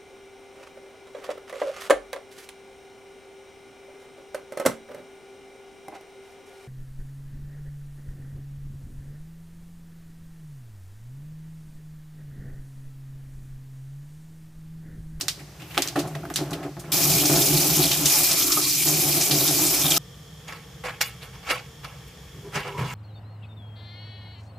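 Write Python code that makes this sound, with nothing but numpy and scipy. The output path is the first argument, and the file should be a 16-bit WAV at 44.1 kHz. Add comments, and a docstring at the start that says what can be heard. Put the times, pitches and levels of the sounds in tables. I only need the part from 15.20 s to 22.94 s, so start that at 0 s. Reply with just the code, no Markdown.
"""Film snaps and rustles as it is peeled off a small tub, while brine dribbles into a steel sink. At 1.72 s the
scene changes: a tap sprays into the tub and the overflow drums on the sink; at 4.78 s the scene changes again
and both fall silent. Last, the wet block is turned out on a wire tray in a steel pan. A low kitchen hum runs
throughout. Shaped noise makes the film, spray and hum; clicks through resonances make the drops, sink and tray;
gliding tones make the bubbles and, with a wobble, the air in the filling tub."""
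import sys
import numpy as np
from scipy import signal
from scipy.io import wavfile

SR = 44100
rng = np.random.default_rng(int(sys.argv[2]) if len(sys.argv) > 2 else 0)


def generate_wav(sig):
    """Save sig (samples, or channels by samples) to the path in sys.argv[1] as 16-bit PCM at SR."""
    pcm = np.round(np.clip(np.atleast_2d(sig).T, -1, 1) * 32767).astype(np.int16)
    wavfile.write(sys.argv[1], SR, pcm)


N = 341334

# Film snaps: start_s, level_db, colour_hz, colour_width (share of colour_hz), fall_by_60_db_s, rise_s
FILM_SNAPS = [(0.0103, -14.5, 5070, 0.52, 0.082, .0003), (0.0822, -10.5, 4270, 0.63, 0.1, .0004),
              (0.189, -27, 2100, 0.27, 0.14, 0.0082), (0.395, -31.5, 2500, 0.46, 0.24, 0.0089),
              (0.417, -27.5, 2640, 0.34, 0.1, .004), (0.505, -29.5, 2600, 0.38, 0.3, 0.0061),
              (0.5448, -25.5, 2070, .6, 0.25, .0005), (0.5771, -8.5, 2500, 0.68, 0.092, 0.00026),
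              (0.6211, -10.5, 4870, 0.58, 0.072, 0.00026), (0.675, -18, 6050, .3, 0.036, .0003),
              (0.683, -15, 4420, 0.59, 0.05, 0.0028), (0.7575, -18.5, 1500, 0.94, 0.23, 0.0022),
              (0.787, -16.5, 3870, 1, 0.097, 0.0076), (0.872, -30.5, 7100, 0.75, 0.075, 0.006),
              (0.9516, -24.5, 1650, 1, 0.078, 0.00092), (1.052, -28, 1490, 0.54, 0.061, 0.0008),
              (1.101, -22, 1530, 0.32, 0.15, 0.00033), (1.1396, -24.5, 6240, .4, .1, 0.00034),
              (1.159, -13.5, 3900, 1, 0.15, 0.00027), (1.3072, -31.5, 6000, 1, 0.12, .001),
              (1.3301, -18.5, 2390, 1, 0.087, 0.0031), (1.4268, -28, 1800, 0.72, 0.2, 0.0052),
              (1.5668, -38, 1510, 0.57, 0.082, .0013), (1.593, -30, 7450, 1, 0.096, 0.0059),
              (1.645, -31, 2220, .33, .12, .007)]
# Film rustle over time: time_s, level_db
FILM_RUSTLE = [(0.0, -45), (0.21, -81), (0.45, -58), (0.66, -39.5), (0.75, -61), (0.9, -57), (1.06, -59),
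               (1.26, -51.5), (1.55, -78), (1.71, -57)]
# Colour of the rustle before its tilt: pitch_hz, level_db (per Hz)
FILM_COLOUR = [(900, -12), (1600, -15), (2650, -5.5), (4000, -17.5), (8000, -19), (16000, -7)]
RUSTLE_TILT_DB = -1.9   # per octave
SNAP_PAN_DB = -1.3   # left minus right

# Slaps of spilled water on the steel: start_s, level_db
WATER_SLAPS = [(0.576, -18.5), (0.758, -19), (0.949, -28), (1.033, -34), (1.051, -31.5), (1.101, -27),
               (1.314, -27.5), (1.568, -34.5), (1.639, -37)]
# Ways the sink sheet rings: pitch_hz, width_hz, level_db
SINK_MODES = [(63, 25, -15.5), (149.8, 30, 2.5), (276.5, 23, -10.5), (296.8, 39.3, -1), (350, 36, -4.5),
              (383.3, 38, -8.5), (412.5, 20, -12.5), (484.5, 68, -16.5), (539, 53, -17.5), (576, 30, -17),
              (598.4, 43, -16.5), (669, 37, -11), (746, 68, -11.5), (835.6, 70, -13), (1066, 184, -17.5),
              (1276, 540, -15.5), (1700, 350, -25.5)]
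# Thin stream on the sink floor: time_s, drumming_db, hardness_db (per octave), boom_db (modes below 200 Hz)
SINK_STREAM = [(0, -59, 3, -66), (.4, -54.5, 4.5, -65), (.74, -48.5, 6, -60), (.79, -39, 4.5, -37),
               (1.05, -42.5, 1.5, -35.5), (1.4, -36.5, 4, -41), (1.54, -58, 5.5, -48),
               (1.71, -38, 3.5, -35), (1.73, -30, 3, -31.5), (2.35, -29.5, -0.5, -33), (2.8, -34, 4, -31),
               (2.9, -36.5, 7, -49), (3.12, -36.5, 6.5, -33), (3.2, -32.5, -4.5, -48),
               (3.45, -36.5, -6, -43.5), (3.64, -37.5, -3, -35), (3.7, -32.5, 0.5, -33.5),
               (4.78, -33, 4.5, -38)]
# Lumps of water landing on the sink: start_s, hold_s, drumming_db, boom_db (modes below 200 Hz)
WATER_LUMPS = [(.008, 0.021, -41.5, -56), (0.173, 0.02, -45, -64), (0.406, .02, -47.5, -58),
               (0.568, 0.0018, -23.5, -52), (0.652, 0.018, -37.5, -60), (0.752, 0.022, -24.5, -31),
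               (0.831, 0.024, -35, -30), (0.923, .09, -54, -38), (1.185, 0.028, -28, -34),
               (1.313, 0.037, -33, -35), (1.394, 0.07, -33, -44), (1.563, 0.011, -43, -33),
               (1.816, 0.031, -35, -29), (1.897, .05, -37, -26), (2.007, 0.027, -24.5, -46),
               (2.093, 0.082, -22.5, -26), (2.187, 0.061, -31, -37), (2.284, 0.088, -30.5, -25.5),
               (2.408, 0.043, -26, -39), (2.48, 0.043, -37, -31), (2.567, 0.074, -25, -26),
               (2.79, 0.055, -31.5, -30), (2.965, 0.04, -30.5, -44), (3.366, 0.0051, -24.5, -48),
               (3.652, .05, -29, -40), (3.777, 0.024, -28.5, -30), (3.849, 0.04, -30, -29.5),
               (3.956, 0.032, -28, -38), (4.095, 0.055, -27.5, -30), (4.172, 0.032, -27, -33),
               (4.272, 0.027, -33, -44), (4.389, 0.031, -27, -32), (4.523, 0.028, -41, -43),
               (4.624, 0.1, -34, -33.5)]
LUMP_RISE_S, LUMP_T60_S, LUMP_HARDNESS_DB = 0.0098, 0.13, 0.65   # hardness per octave
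LANDING_DB = 22   # thump as a lump lands, added to its drumming or boom level

# Colour of the kitchen hum: pitch_hz, level_db (per Hz)
HUM_COLOUR = [(25, -84), (54, -5.5), (100, -14.5), (137, -1), (222, -22), (430, -23), (1020, -30.5),
              (2000, -31), (3500, -33.5), (5500, -31), (9000, -38.5), (16000, -39.5)]
# Bands that stand out of the hum once the water stops: pitch_hz, width_hz, level_db
HUM_BANDS = [(458, 90, 4), (1170, 90, 2), (1810, 120, 2), (3290, 600, 6.5), (5400, 450, -3),
             (6820, 500, -3)]
HUM_DB = -49.5

# Tap spray over time: time_s, level_db
TAP_SPRAY = [(1.73, -26), (2.55, -25.5), (2.82, -28.5), (2.91, -24), (3.1, -25.5), (3.35, -27.5),
             (3.7, -26.5), (4.76, -27)]
# Colour of the spray: pitch_hz, level_db (per Hz)
SPRAY_COLOUR = [(710, -13), (1260, -15), (1780, -14.5), (2180, -5.5), (2700, -5), (4050, -5), (5300, 2.5),
                (8300, -2.5), (13600, 1.5), (15900, 1.5)]
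# Bands that the basin lifts out of the spray: pitch_hz, width_hz, level_db
BASIN_BANDS = [(2377, 310, -1), (3710, 200, -16), (5180, 190, -3), (5900, 150, -12), (7230, 770, -18)]
# Splashes as the jet breaks on the rim: start_s, level_db, colour_hz
RIM_SPLASHES = [(2.0531, -12, 5460), (2.1544, -11.5, 5300), (2.209, -15, 6800), (2.2547, -14, 7250),
                (2.3464, -20, 4590), (2.501, -15, 5050), (2.713, -10, 3270), (2.8554, -6.5, 6100),
                (3.1108, -10.5, 5180), (3.318, -10, 5300), (3.414, -15.5, 5400), (3.6677, -12, 5440),
                (4.0094, -11, 5680), (4.109, -8.5, 4000), (4.2756, -10, 5800), (4.4627, -13.5, 7900),
                (4.6114, -17, 7650), (4.7041, -10.5, 6750), (4.7625, -10, 4730)]
# Air above the water in the filling tub: time_s, level_db, pitch_hz
TUB_AIR = [(3.141, -46, 1233), (3.2, -39, 1282), (3.28, -38, 1265), (3.34, -36, 1247), (3.42, -37, 1244),
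           (3.5, -56, 1140)]
# Bubbles in the filling tub: start_s, level_db, pitch_hz (at the start)
TUB_BUBBLES = [(3.248, -30, 1310), (3.3034, -22.5, 1240), (3.3723, -13.5, 1227), (3.459, -28, 1080),
               (4.7698, -18, 1274)]
TAP_ON_S, TAP_OFF_S = 1.718, 4.781
SPLASH_RISE_S, SPLASH_T60_S = 0.0027, 0.13
DROP_CYCLES = 16   # pitch of a drop divided by its resonance width

# Hands and block rub the wires: start_s, rise_s, level_db, fall_by_60_db_s, brightness_db (per octave)
TRAY_RUBS = [(5.27, .01, -37.5, 0.32, 0.5), (5.319, 0.0047, -44, 0.25, -1),
             (5.635, 0.0036, -34, 0.37, -0.5), (5.645, 0.015, -32, 0.18, -1),
             (5.804, 0.0061, -23.5, 0.25, 6), (5.99, 0.042, -39.5, 0.2, 3), (6.124, .006, -47.5, 0.36, 0),
             (6.229, 0.081, -24.5, 0.17, 1), (6.269, 0.04, -22.5, 0.23, -0.5),
             (6.629, 0.0052, -44, 0.58, -0.5), (6.86, .02, -52, 0.2, 9), (7.321, 0.038, -24, 0.31, 0.5),
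             (7.43, 0.03, -34, 0.27, -2.5), (7.566, .016, -33.5, 1.2, -0.5), (7.64, 0.044, -43, 1.1, 8)]
# Knocks on the tray: start_s, level_db, brightness_db (per octave)
TRAY_KNOCKS = [(5.282, -51, 13), (5.325, -54, 11), (5.641, -48.5, -9), (5.809, -28, 2.5), (6.029, -57, -2),
               (6.645, -44.5, 2)]
# Ways the tray and pan ring: pitch_hz, level_db, fall_by_60_db_s
TRAY_MODES = [(501, 0, 0.063), (822, 5.5, 0.032), (993, -19, 0.11), (1097, -0.5, 0.086), (1310, -4, 0.11),
              (1370, -12.5, 0.089), (1666, -2, 0.081), (1805, -11, 0.064), (2036, -12, 0.079),
              (2178, -3.5, 0.12), (2274, -1, 0.077), (2550, -29, .1), (2765, -3.5, 0.066),
              (2896, -11.5, 0.18), (3450, -13, 0.21), (3916, -9.5, 0.036), (4610, -10, 0.056),
              (5190, -9.5, 0.025), (6710, -14.5, 0.034)]
# Colour of the wet hiss before its tilt: pitch_hz, level_db (per Hz)
TRAY_HISS_COLOUR = [(180, -45), (300, -8.5), (502, -14), (603, -3.5), (787, -7), (2790, -4), (3130, -15.5),
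                    (4500, -15), (8000, -21.5), (16000, -26)]
# The pan is shifted: start_s, thud_db, hollow_db, rim_db
PAN_SHIFTS = [(7.12, -42, -52.5, -70), (7.225, -45, -41, -60), (7.325, -31.5, -42, -39),
              (7.44, -47, -41.5, -42), (7.52, -46, -41.5, -42), (7.56, -27.5, -41, -38),
              (7.625, -40, -55, -43.5), (7.69, -47, -55, -62)]
# Thud, hollow and rim of the pan, one row each: pitch_hz, width_hz
PAN_PARTS = [(140, 14), (400, 22), (985, 57)]
SHIFT_RISE_S, SHIFT_HOLD_S, SHIFT_T60_S = 0.031, 0.032, 0.2
HANDS_NEAR_DB = -57.5   # faint steady touching under the rubs

# How alike left and right are: pitch_hz, likeness (0 to 1)
STEREO_LIKENESS = [(60, 1.0), (180, 1.0), (550, 0.6), (1650, 0.77), (4970, 0.55), (15000, 0.22)]
SIDES = np.array([[1], [-1]])   # left, right
RISE_DB = 24.5   # a swell climbs this much during its rise
CUTOFF_HZ = 15900


def from_db(db):
    """Turns decibels into a gain."""
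    return 10 ** (np.asarray(db) / 20)


def rms_one(x):
    """Scales a sound to an average strength (rms) of 1."""
    return x / np.sqrt(np.mean(x ** 2) + 1e-20)


def in_time(rows):
    """Draws straight lines between the rows: one curve per column after the time."""
    time_s, *columns = np.vstack(rows).T
    return [np.interp(np.arange(N) / SR, time_s, column) for column in columns]


def between(start_s, end_s):
    """1 inside the span, 0 outside, with 2 ms edges."""
    t = np.arange(N) / SR
    return np.clip(np.minimum(t - start_s, end_s - t) * 500, 0, 1)


def at_hz(points, hz):
    """Reads a pitch table at hz, with pitch spaced by octaves."""
    pitch_hz, value = np.array(points).T
    return np.interp(np.log(hz), np.log(pitch_hz), value)


def drift(rate_hz):
    """Slow chance of spread 1: noise at every 20th sample, smoothed twice by a low-pass."""
    r = np.exp(-40 * np.pi * rate_hz / SR)
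    noise = rng.standard_normal(N // 20 + 2002)
    slow = signal.lfilter([1], [1, -2 * r, r * r], noise)[2000:]   # skip the filter's settling
    return np.interp(np.arange(N) / 20, np.arange(len(slow)), rms_one(slow))


def resonate(x, hz, width_hz):
    """Rings like one mode of a body: a two-pole resonance with gain 1 at its peak."""
    r = np.exp(-np.pi * width_hz / SR)
    feed = np.array([1, 0, -1]) * (1 - r * r) / 2
    back = [1, -2 * r * np.cos(2 * np.pi * hz / SR), r * r]
    return signal.lfilter(feed, back, x + 1e-18)


def lift(x, bands):
    """Adds resonances on top of the sound."""
    return x + sum(from_db(db) * resonate(resonate(x, hz, width_hz), hz, width_hz)
                   for hz, width_hz, db in bands)


def grains(per_s, spread_db):
    """Random clicks of uneven size and sign; rms 1."""
    size_db = spread_db * np.minimum(rng.exponential(1, N), 4)   # a cap keeps giants rare
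    sizes = from_db(size_db) * rng.choice([-1, 1], N)
    return rms_one(sizes * (rng.random(N) < per_s / SR))


def swells(start_s, peak_db, rise_s, hold_s, t60):
    """One row of gain per event: rise, hold, then fall by 60 dB."""
    t = np.arange(N) / SR
    for s, db, rise, hold, fall in np.broadcast(start_s, peak_db, rise_s, hold_s, t60):
        i, j = round(s * SR), round((s + rise + hold + fall) * SR)
        corners_s = np.cumsum([0, rise, hold, fall])
        gain = np.zeros(N)
        gain[i:j] = from_db(db + np.interp(t[i:j] - s, corners_s, [-RISE_DB, 0, 0, -60]))
        yield gain


def coloured(mid, spectrum, tilt_db, patchy_db, flicker_hz=19.5):
    """Third-octave bands with own level, flicker and stereo width; rms near 1 before tilt and flicker."""
    out, power = 0, 0
    together = drift(flicker_hz)   # the flicker that all bands share
    side = rng.standard_normal(N)
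    edges = 25 * 2 ** (np.arange(29) / 3)
    edges = edges[edges > spectrum[0][0] * .8]
    for k, (low, high) in enumerate(zip(edges, edges[1:])):
        band = signal.butter(2, [low, high], "band", fs=SR, output="sos")
        m, s = signal.sosfilt(band, [mid, side]) * (-1) ** k   # every other band is flipped
        hz = np.sqrt(low * high)
        alike = at_hz(STEREO_LIKENESS, hz)
        level = from_db(at_hz(spectrum, hz))
        flicker_db = patchy_db * (.5 * together + drift(flicker_hz))
        gain = level * from_db(tilt_db * np.log2(hz / 4000) + flicker_db)
        out = out + gain * (np.sqrt(1 + alike) * m + np.sqrt(1 - alike) * s * SIDES)
        power += level ** 2 * 2 * (high - low) / SR
    return out / np.sqrt(power)


def film():
    """Creases snap: a crack, then a fast-dying hiss with a fainter kitchen tail; fine crackle between."""
    level_db, = in_time(FILM_RUSTLE)
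    crackle = coloured(grains(2700.0, 2.6), FILM_COLOUR, RUSTLE_TILT_DB, patchy_db=1.5)
    out = from_db(level_db) * between(-1, TAP_ON_S) * crackle
    t = np.arange(SR // 3) / SR
    for s, peak_db, hz, share, t60, rise_s in FILM_SNAPS:
        near, left, right = rng.standard_normal((3, len(t)))
        crack = near * from_db(2.5 - 60 * t / 0.0072)
        fading = from_db(-2 - 60 * t / t60) + from_db(-22 - 60 * t / 0.56)   # hiss, then kitchen tail
        hiss = (.7 * near + 0.63 * np.array([left, right])) * fading
        burst = (crack + hiss) * np.minimum((t + 1 / SR) / rise_s, 1)   # a slow rise smears the crack
        treble = signal.lfilter([1, -1], [1, -.8], burst)
        snap = resonate(burst, hz, share * hz) + from_db(-19.5) * treble
        i = round(s * SR)
        out[:, i:i + len(t)] += from_db(peak_db + SNAP_PAN_DB / 2 * SIDES) * snap
    return out


def sink():
    """A thin stream, heavier lumps and sharp slaps of water drive the sheet modes of the basin."""
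    level_db, hard_db, boom_db = in_time(SINK_STREAM)
    start_s, hold_s, drum_db, lump_boom_db = np.transpose(WATER_LUMPS)
    lump_drum, lump_boom = (sum(swells(start_s, db, LUMP_RISE_S, hold_s, LUMP_T60_S))
                            for db in (drum_db, lump_boom_db))
    landing_at = ((start_s + LUMP_RISE_S / 2) * SR).astype(int)
    slaps = np.zeros(N)
    slaps[[round(s * SR) for s, db in WATER_SLAPS]] = from_db(np.array(WATER_SLAPS)[:, 1])
    slaps = signal.lfilter([1], [1, -from_db(-60 / (0.024 * SR))], slaps)   # falls 60 dB in 24 ms
    uneven = from_db(2.1 * drift(29.0))
    out = 0
    for hz, width_hz, mode_db in SINK_MODES:
        octaves = np.log2(hz / 300)
        if hz < 200:
            flow, landing_db = np.hypot(from_db(boom_db), lump_boom), lump_boom_db
        else:
            stream = from_db(level_db + hard_db * octaves)
            flow = np.hypot(stream, lump_drum * from_db(LUMP_HARDNESS_DB * octaves))
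            landing_db = drum_db
        drive = grains(3000., 1.96) * (uneven * flow + slaps * from_db(7.5 * octaves))
        thumps = np.zeros(N)
        thumps[landing_at] = from_db(landing_db + LANDING_DB) * rng.choice([-1, 1], len(WATER_LUMPS))
        ringing = resonate(resonate(drive, hz, width_hz) + thumps, hz, width_hz)
        out = out + from_db(mode_db + 40.0) * ringing / np.sqrt(width_hz)
    return out * between(-1, TAP_OFF_S)


def kitchen_hum():
    """Steady noise, strongest in the bass; a few bands are lifted once the water stops."""
    hum = from_db(HUM_DB) * coloured(rng.standard_normal(N), HUM_COLOUR, 0, patchy_db=0.0, flicker_hz=7.7)
    return hum + (lift(hum, HUM_BANDS) - hum) * between(TAP_OFF_S, 9)


def droplets(per_s, cycles, burst_db):
    """Drops ring briefly at 24 treble pitches; they come in bursts and each pitch wanders sideways."""
    clicks, dealt, out = grains(per_s, 4.), rng.integers(0, 24, N), 0
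    bursts = [from_db(burst_db * drift(7.6)) for group in range(6)]   # four neighbouring sizes share one
    for k, hz in enumerate(np.geomspace(3000, 13000, 24)):
        ring = resonate(clicks * (dealt == k) * bursts[k // 4], hz, hz / cycles) / np.sqrt(hz)
        out = out + ring * from_db(0.5 * drift(3.3) * SIDES)
    return rms_one(out)


def splashes():
    """Each splash is a short swell of noise around a colour of its own."""
    out, t = np.zeros((2, N)), np.arange(SR // 8) / SR
    for s, peak_db, hz in RIM_SPLASHES:
        near, left, right = rng.standard_normal((3, len(t)))
        swell = from_db(peak_db - 60 * t / SPLASH_T60_S) * np.minimum(t / SPLASH_RISE_S, 1)
        noise = near + 0.61 * np.array([left, right])
        i = round(s * SR)
        out[:, i:i + len(t)] += resonate(swell * noise, hz, .5 * hz)
    return out


def filling_air():
    """Air in the filling tub sings: slow noise times a tone makes a band that follows the pitch."""
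    air_db, air_hz = in_time(TUB_AIR)
    wobble = rms_one(resonate(grains(800., 1.8), 36, 56.0))
    tone = np.sin(2 * np.pi * np.cumsum(air_hz) / SR)
    return from_db(air_db) * wobble * tone * between(TUB_AIR[0][0], TUB_AIR[-1][0])


def bubbles():
    """Each bubble is a short dying tone that rises slightly in pitch."""
    out, t = np.zeros(N), np.arange(SR // 20) / SR
    for s, peak_db, hz in TUB_BUBBLES:
        tone = np.sin(2 * np.pi * hz * t * (1 + 0.51 * t))
        i = round(s * SR)
        out[i:i + len(t)] += from_db(peak_db - 60 * t / 0.047) * tone * np.minimum(t / 0.004, 1)
    return out


def tap():
    """Dense spray fizzes on the water, drops patter, the tub sings as it fills and a few bubbles ring."""
    level_db, = in_time(TAP_SPRAY)
    fizz = grains(9000. * from_db(2.2 * drift(40.)), 1.7)
    spray = coloured(fizz, SPRAY_COLOUR, 0, patchy_db=1.5)
    spray = spray + from_db(-5) * droplets(2500., cycles=DROP_CYCLES, burst_db=7.5)
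    out = from_db(level_db) * lift(spray, BASIN_BANDS) + splashes() + filling_air() + bubbles()
    return out * between(TAP_ON_S, TAP_OFF_S)


def pan_shifts():
    """Swells of noise in three resonances: the pan's thud, hollow and rim."""
    start_s, *parts_db = np.transpose(PAN_SHIFTS)
    out = 0
    for db, (hz, width_hz) in zip(parts_db, PAN_PARTS):
        rumble = rms_one(resonate(grains(1500., 1.0), hz, width_hz))
        out = out + sum(swells(start_s, db, SHIFT_RISE_S, SHIFT_HOLD_S, SHIFT_T60_S)) * rumble
    return out


def tray():
    """Wires slip and are knocked: clicks into the pan's modes, a wet hiss, and thuds in its hollow."""
    start_s, rise_s, rub_db, rub_t60, rub_tilt_db = np.transpose(TRAY_RUBS)
    rubs = np.array(list(swells(start_s, rub_db, rise_s, 0, rub_t60)))
    level = from_db(HANDS_NEAR_DB) + rubs.sum(axis=0)
    tilt_db = rub_tilt_db @ rubs / level   # louder rubs count more in the brightness
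    t = np.arange(SR // 4) / SR
    knock_at = [round(s * SR) for s, db, tilt in TRAY_KNOCKS]
    peak_db, bright_db = np.array(TRAY_KNOCKS)[:, 1:].T
    puff = np.zeros(N)   # a short breath of hiss with each knock
    for i, db in zip(knock_at, peak_db):
        puff[i:i + len(t)] += from_db(db + 5.5 - 60 * t / 0.06) * np.minimum(t / 0.004, 1)
    ringing = 0
    for hz, mode_db, t60 in TRAY_MODES:
        width_hz = np.log(1000) / np.pi / t60
        octaves = np.log2(hz / 2000)
        clicks = grains(600., 2.1) * level * from_db(-34.5 + tilt_db * octaves)
        clicks[knock_at] += from_db(peak_db + bright_db * octaves + rng.normal(0, 2.6, len(knock_at)))
        ring = resonate(clicks, hz, width_hz) * SR / (2 * np.pi * width_hz)
        ringing = ringing + from_db(mode_db) * ring
    hiss = coloured(grains(3000., 1.4), TRAY_HISS_COLOUR, tilt_db, patchy_db=3.5)
    hiss = hiss * (from_db(-10.0) * level + puff)
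    # the right side is slightly louder
    return (hiss + ringing) * from_db(SIDES * -.6) * between(5.2, 9) + pan_shifts()


def scene():
    """Adds up all the sources."""
    return film() + sink() + kitchen_hum() + tap() + tray()


def record(dry):
    """The top is cut steeply."""
    low_pass = signal.cheby2(14, 60, CUTOFF_HZ, fs=SR, output="sos")   # 60 dB down from the cutoff up
    return signal.sosfilt(low_pass, dry)


dry = scene()
out = record(dry)
generate_wav(out)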